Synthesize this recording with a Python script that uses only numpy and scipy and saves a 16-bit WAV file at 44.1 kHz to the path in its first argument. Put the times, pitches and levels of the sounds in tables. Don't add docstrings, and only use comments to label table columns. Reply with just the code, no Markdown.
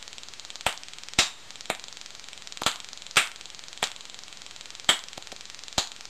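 import sys
import numpy as np
from scipy import signal
from scipy.fft import rfft, irfft
from scipy.io import wavfile

SR = 44100
rng = np.random.default_rng(int(sys.argv[2]) if len(sys.argv) > 2 else 0)


def wrap_up_sound(samples):
    columns = np.atleast_2d(samples).T
    tamed = np.clip(columns, -1, 1)
    steps = np.round(tamed * 32767).astype(np.int16)
    wavfile.write(sys.argv[1], SR, steps)


N = 268569
HZ = np.fft.rfftfreq(4096, 1 / SR)

# frequency_hz, density_db
HISS_SPECTRUM = [(30, -1), (100, -4), (400, -10), (1200, -8.5), (2200, -6), (3200, -2.5), (3900, -2),
                 (4700, -4), (5500, -6)]
# frequency_hz, level_db, t60_s
ROOM_TAIL = [(80, -13.5, 0.08), (275, -10, 0.28), (487, -6.5, 0.087), (755, -9.5, 0.37), (1790, -7, .29),
             (3470, -5.5, .29), (5460, -4, .26)]
# pitch_hz, level_db, t60_s
BENCH_MODES = [(586.4, 2, 0.046), (759, 2, 0.053), (894, -7, .12), (1227, 4.5, 0.075), (1330, 3, 0.098),
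               (1890, 2, .11), (2203, 3, .11), (2330, 2.5, .11), (2722, -1.5, 0.18), (3010, -0.5, .12),
               (3183, 1.5, .12), (3328, 1.5, 0.16), (3628, 1, .16), (3930, 2.5, .16)]
# delay_s, gain
EARLY_REFLECTIONS = [(.0012, 0.17), (.00435, 0.21), (.0058, 0.089), (.0066, 0.065), (.0094, 0.091)]
# frequency_hz, level_db
SNAP_SPECTRUM = [(50, -27), (300, -16), (900, -10.5), (1800, -6.5), (2800, -2.5), (3800, 1), (4700, 1.5),
                 (5500, -0.5), (7000, -9.5), (12000, -41.5)]
# first_s, last_s, spark_count, energy_db
FIRING_RUNS = [ (0.027, 0.338, 7, -11.5), (0.3973, 0.61, 5, -9), (0.7265, 0.7765, 2, -9.5),
               (0.8348, 1.136, 7, -11.5), (1.506, 1.6084, 3, -11.5), (1.6563, 1.797, 4, -12.5),
               (1.8405, 2.014, 5, -11), (2.0605, 2.4224, 9, -13), (2.474, 2.5735, 3, -10.5),
               (2.716, 2.975, 7, -11), (3.021, 3.112, 3, -11), (3.23, 3.36, 4, -13.5),
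               (3.411, 3.7756, 9, -12.5), (3.872, 4.054, 5, -13), (4.099, 4.5103, 10, -13),
               (4.563, 4.846, 7, -12), (4.992, 5.272, 7, -12), (5.3189, 5.728, 10, -12.5),
               (5.828, 6.0545, 6, -13), ]
# start_s, energy_db
HARD_CRACKS = [(2.635, -3.5), (3.1598, -3.5), (3.84, 7)]
# centre_hz, width_hz, level_db, t60_s
JAR_MODES = [(2520, 240, -8, 0.19), (3760, 310, 0.5, .42), (5100, 300, -12.5, 0.3)]
# frequency_hz, level_db
BLAST_SPECTRUM = [(40, -41), (120, -10), (230, -1.5), (420, -1), (700, 2.5), (1500, 0), (3000, -1),
                  (5500, 2), (7000, -13.5), (12000, -41)]
# start_s, level_db, push_db, push_s, tilt_db_per_octave, edge_hz, lower_resonance_hz,
# lower_resonance_db, upper_resonance_hz, upper_resonance_db, antiresonance_hz, antiresonance_db
GAS_POPS = [ (0.6650, 16.5, -5, 0.00097, 1, 3840, 800, 2.5, 3060, 4.5, 1710, 0),
            (1.1872, 21.5, 5.5, 0.00074, 1.5, 6030, 2620, 4, 3870, 5.5, 4330, -3),
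            (1.701, 14, -34, 0.00025, -4.5, 4410, 2340, 9, 3850, 12, 4900, -5),
            (2.6197, -4, -17, 0.00071, 3, 2190, 298, 5, 1100, 10, 1870, -7),
            (2.6636, 15, 1.5, 0.00036, 2, 4620, 1217, 7, 3200, 6, 2210, -3),
            (3.1686, 22.5, -15.5, 0.0014, 2.5, 3965, 1400, 5.5, 2445, 5, 924, -3.5),
            (3.8282, 14.5, -40, 0.00074, 0, 4080, 726, 0.5, 3430, 2.5, 200, -5.5),
            (4.8903, 22, -0.5, 0.00068, 1.5, 4100, 2000, 4.5, 3057, 13, 2704, -12.5),
            (5.179, -6, -26, 0.0013, -3.5, 1490, 250, 4.5, 730, 7, 447, -6),
            (5.326, -2.5, -33, 0.0011, -12, 1150, 245, 4, 745, -2, 450, -1),
            (5.7808, 14, -1, 0.00088, 2.5, 5030, 720, 4.5, 4020, 3.5, 2160, -7.5), ]


def amp(db):
    return 10 ** (np.asarray(db) / 20)


def read(points, hz, column=1):
    table = np.array(points)
    return np.interp(np.log(hz + 1), np.log(table[:, 0] + 1), table[:, column])


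def add(mix, start_s, sound):
    part = mix[round(start_s * SR):][:len(sound)]
    part += sound[:len(part)]


def pulse(spectrum_db):
    log_gain = np.log(amp(np.concatenate([spectrum_db, spectrum_db[-2:0:-1]])))
    log_response = np.conj(signal.hilbert(log_gain))[:len(spectrum_db)]
    return irfft(np.exp(log_response))


def hiss(rms_db=-52.5):
    gain = amp(read(HISS_SPECTRUM, np.fft.rfftfreq(N, 1 / SR)))
    noise = irfft(rfft(rng.standard_normal(N)) * gain, N)
    return amp(rms_db) * noise / noise.std()


def workshop(wet_db, ring_db, decay_scale=1, clutter=0.99, clutter_s=.011):
    t = np.arange(SR // 2) / SR
    hz, frame_s, bands = signal.stft(rng.standard_normal(len(t)), SR, nperseg=256)
    band_damping = np.log(1000) / (decay_scale * read(ROOM_TAIL, hz, column=2)[:, None])
    envelope = np.sqrt(2 * band_damping / SR) * np.exp(-band_damping * frame_s)
    bands *= amp(read(ROOM_TAIL, hz)[:, None]) * envelope
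    tail = signal.istft(bands, SR, nperseg=256)[1][:len(t)]
    out = amp(wet_db) * tail * (1 - np.exp(-t / 0.00042))
    out *= 1 + clutter * np.exp(-t / clutter_s)
    for pitch_hz, level_db, t60_s in BENCH_MODES:
        damping = np.log(1000) / t60_s
        mode = np.exp(-damping * t) * np.cos(2 * np.pi * pitch_hz * t)
        out += amp(level_db + ring_db) * 2 * damping / SR * mode
    out[0] += 1
    for delay_s, gain in EARLY_REFLECTIONS:
        add(out, delay_s, np.array([gain]))
    return out


def spark_train(jitter_s=.0003, scatter_db=1.0, ignition_lead_s=0.0034, ignition_db=-14):
    steady = np.array([(start_s, energy_db) for first_s, last_s, count, energy_db in FIRING_RUNS
                       for start_s in np.linspace(first_s, last_s, round(count))])
    uneven = steady + rng.standard_normal(steady.shape) * [jitter_s, scatter_db]
    igniting = [(pop_s - ignition_lead_s, ignition_db) for pop_s, *_ in GAS_POPS]
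    return [*uneven, *igniting, *HARD_CRACKS]


def sparks(tilt_db_per_octave=1.85, restrike=0.65):
    out = np.zeros(N)
    train = spark_train()
    variations = rng.uniform(-0.61, 1, (len(train), 3))
    for (start_s, energy_db), (tilt, second_stroke, lag) in zip(train, variations):
        snap = pulse(read(SNAP_SPECTRUM, HZ) + tilt_db_per_octave * tilt * np.log2(1 + HZ / 1000))
        add(snap, .00012 * (2 + lag), restrike * second_stroke * snap)
        add(out, start_s, amp(energy_db) * snap / np.linalg.norm(snap))
    return signal.oaconvolve(out, workshop(wet_db=-8.5, ring_db=-5.5))[:N]


def jar_ring(count=14):
    t = np.arange(SR // 2) / SR
    out = np.zeros(len(t))
    for centre_hz, width_hz, level_db, t60_s in JAR_MODES:
        offset, phase = rng.random((2, count, 1))
        partials_hz = centre_hz + width_hz * ((np.arange(count)[:, None] + offset) / count - .5)
        cluster = np.sin(2 * np.pi * (partials_hz * t + phase)).sum(0) / np.sqrt(count)
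        out += amp(level_db) * np.exp(-np.log(1000) * t / t60_s) * cluster
    return out


def pops(edge_drop_db=12, half_width_hz=380, jar_db=-28, full_ring_db=29.5, ring_db_per_db=4):
    out = np.zeros(N)
    t = np.arange(SR // 20) / SR
    jar_hz = max(JAR_MODES, key=lambda mode: mode[2])[0]
    for start_s, level_db, push_db, push_s, tilt, edge_hz, *gas_modes in GAS_POPS:
        blast_db = level_db + read(BLAST_SPECTRUM, HZ) + tilt * np.log2(np.maximum(HZ / 700, 1))
        blast_db -= edge_drop_db * (1 + np.tanh((HZ - edge_hz) / 450)) / 2
        for mode_hz, peak_db in zip(gas_modes[::2], gas_modes[1::2]):
            blast_db += peak_db / (1 + ((HZ - mode_hz) / half_width_hz) ** 2)
        room = workshop(wet_db=-1.0, ring_db=-3, decay_scale=0.96)
        add(out, start_s, signal.fftconvolve(pulse(blast_db), room))
        push = (1 - t / push_s) * np.exp(-t / push_s)
        add(out, start_s, amp(push_db) * push)
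        shortfall_db = max(full_ring_db - np.interp(jar_hz, HZ, blast_db), 0)
        add(out, start_s, amp(jar_db - ring_db_per_db * shortfall_db) * jar_ring())
    return out


def scene():
    return (sparks() + pops() + hiss())[None]


def record(dry, ceiling=.34, low_cut_hz=35, smoothing_hz=5800, step=1 / 128, hold=4, edge_hz=12800):
    clipped = dry / (1 + (dry / ceiling) ** 4) ** (1 / 4)
    coupled = signal.lfilter(*signal.butter(1, low_cut_hz, "high", fs=SR), clipped)
    smoothed = signal.oaconvolve(coupled, signal.firwin(41, smoothing_hz, fs=SR)[None], "same")
    quantised = step * np.floor(smoothed[:, ::hold] / step)
    held = np.repeat(quantised, hold, axis=1)[:, :N]
    band_limit = signal.firwin(255, edge_hz, window=("kaiser", 8), fs=SR)
    return signal.oaconvolve(held, band_limit[None], "same")


dry = scene()
out = record(dry)
wrap_up_sound(out)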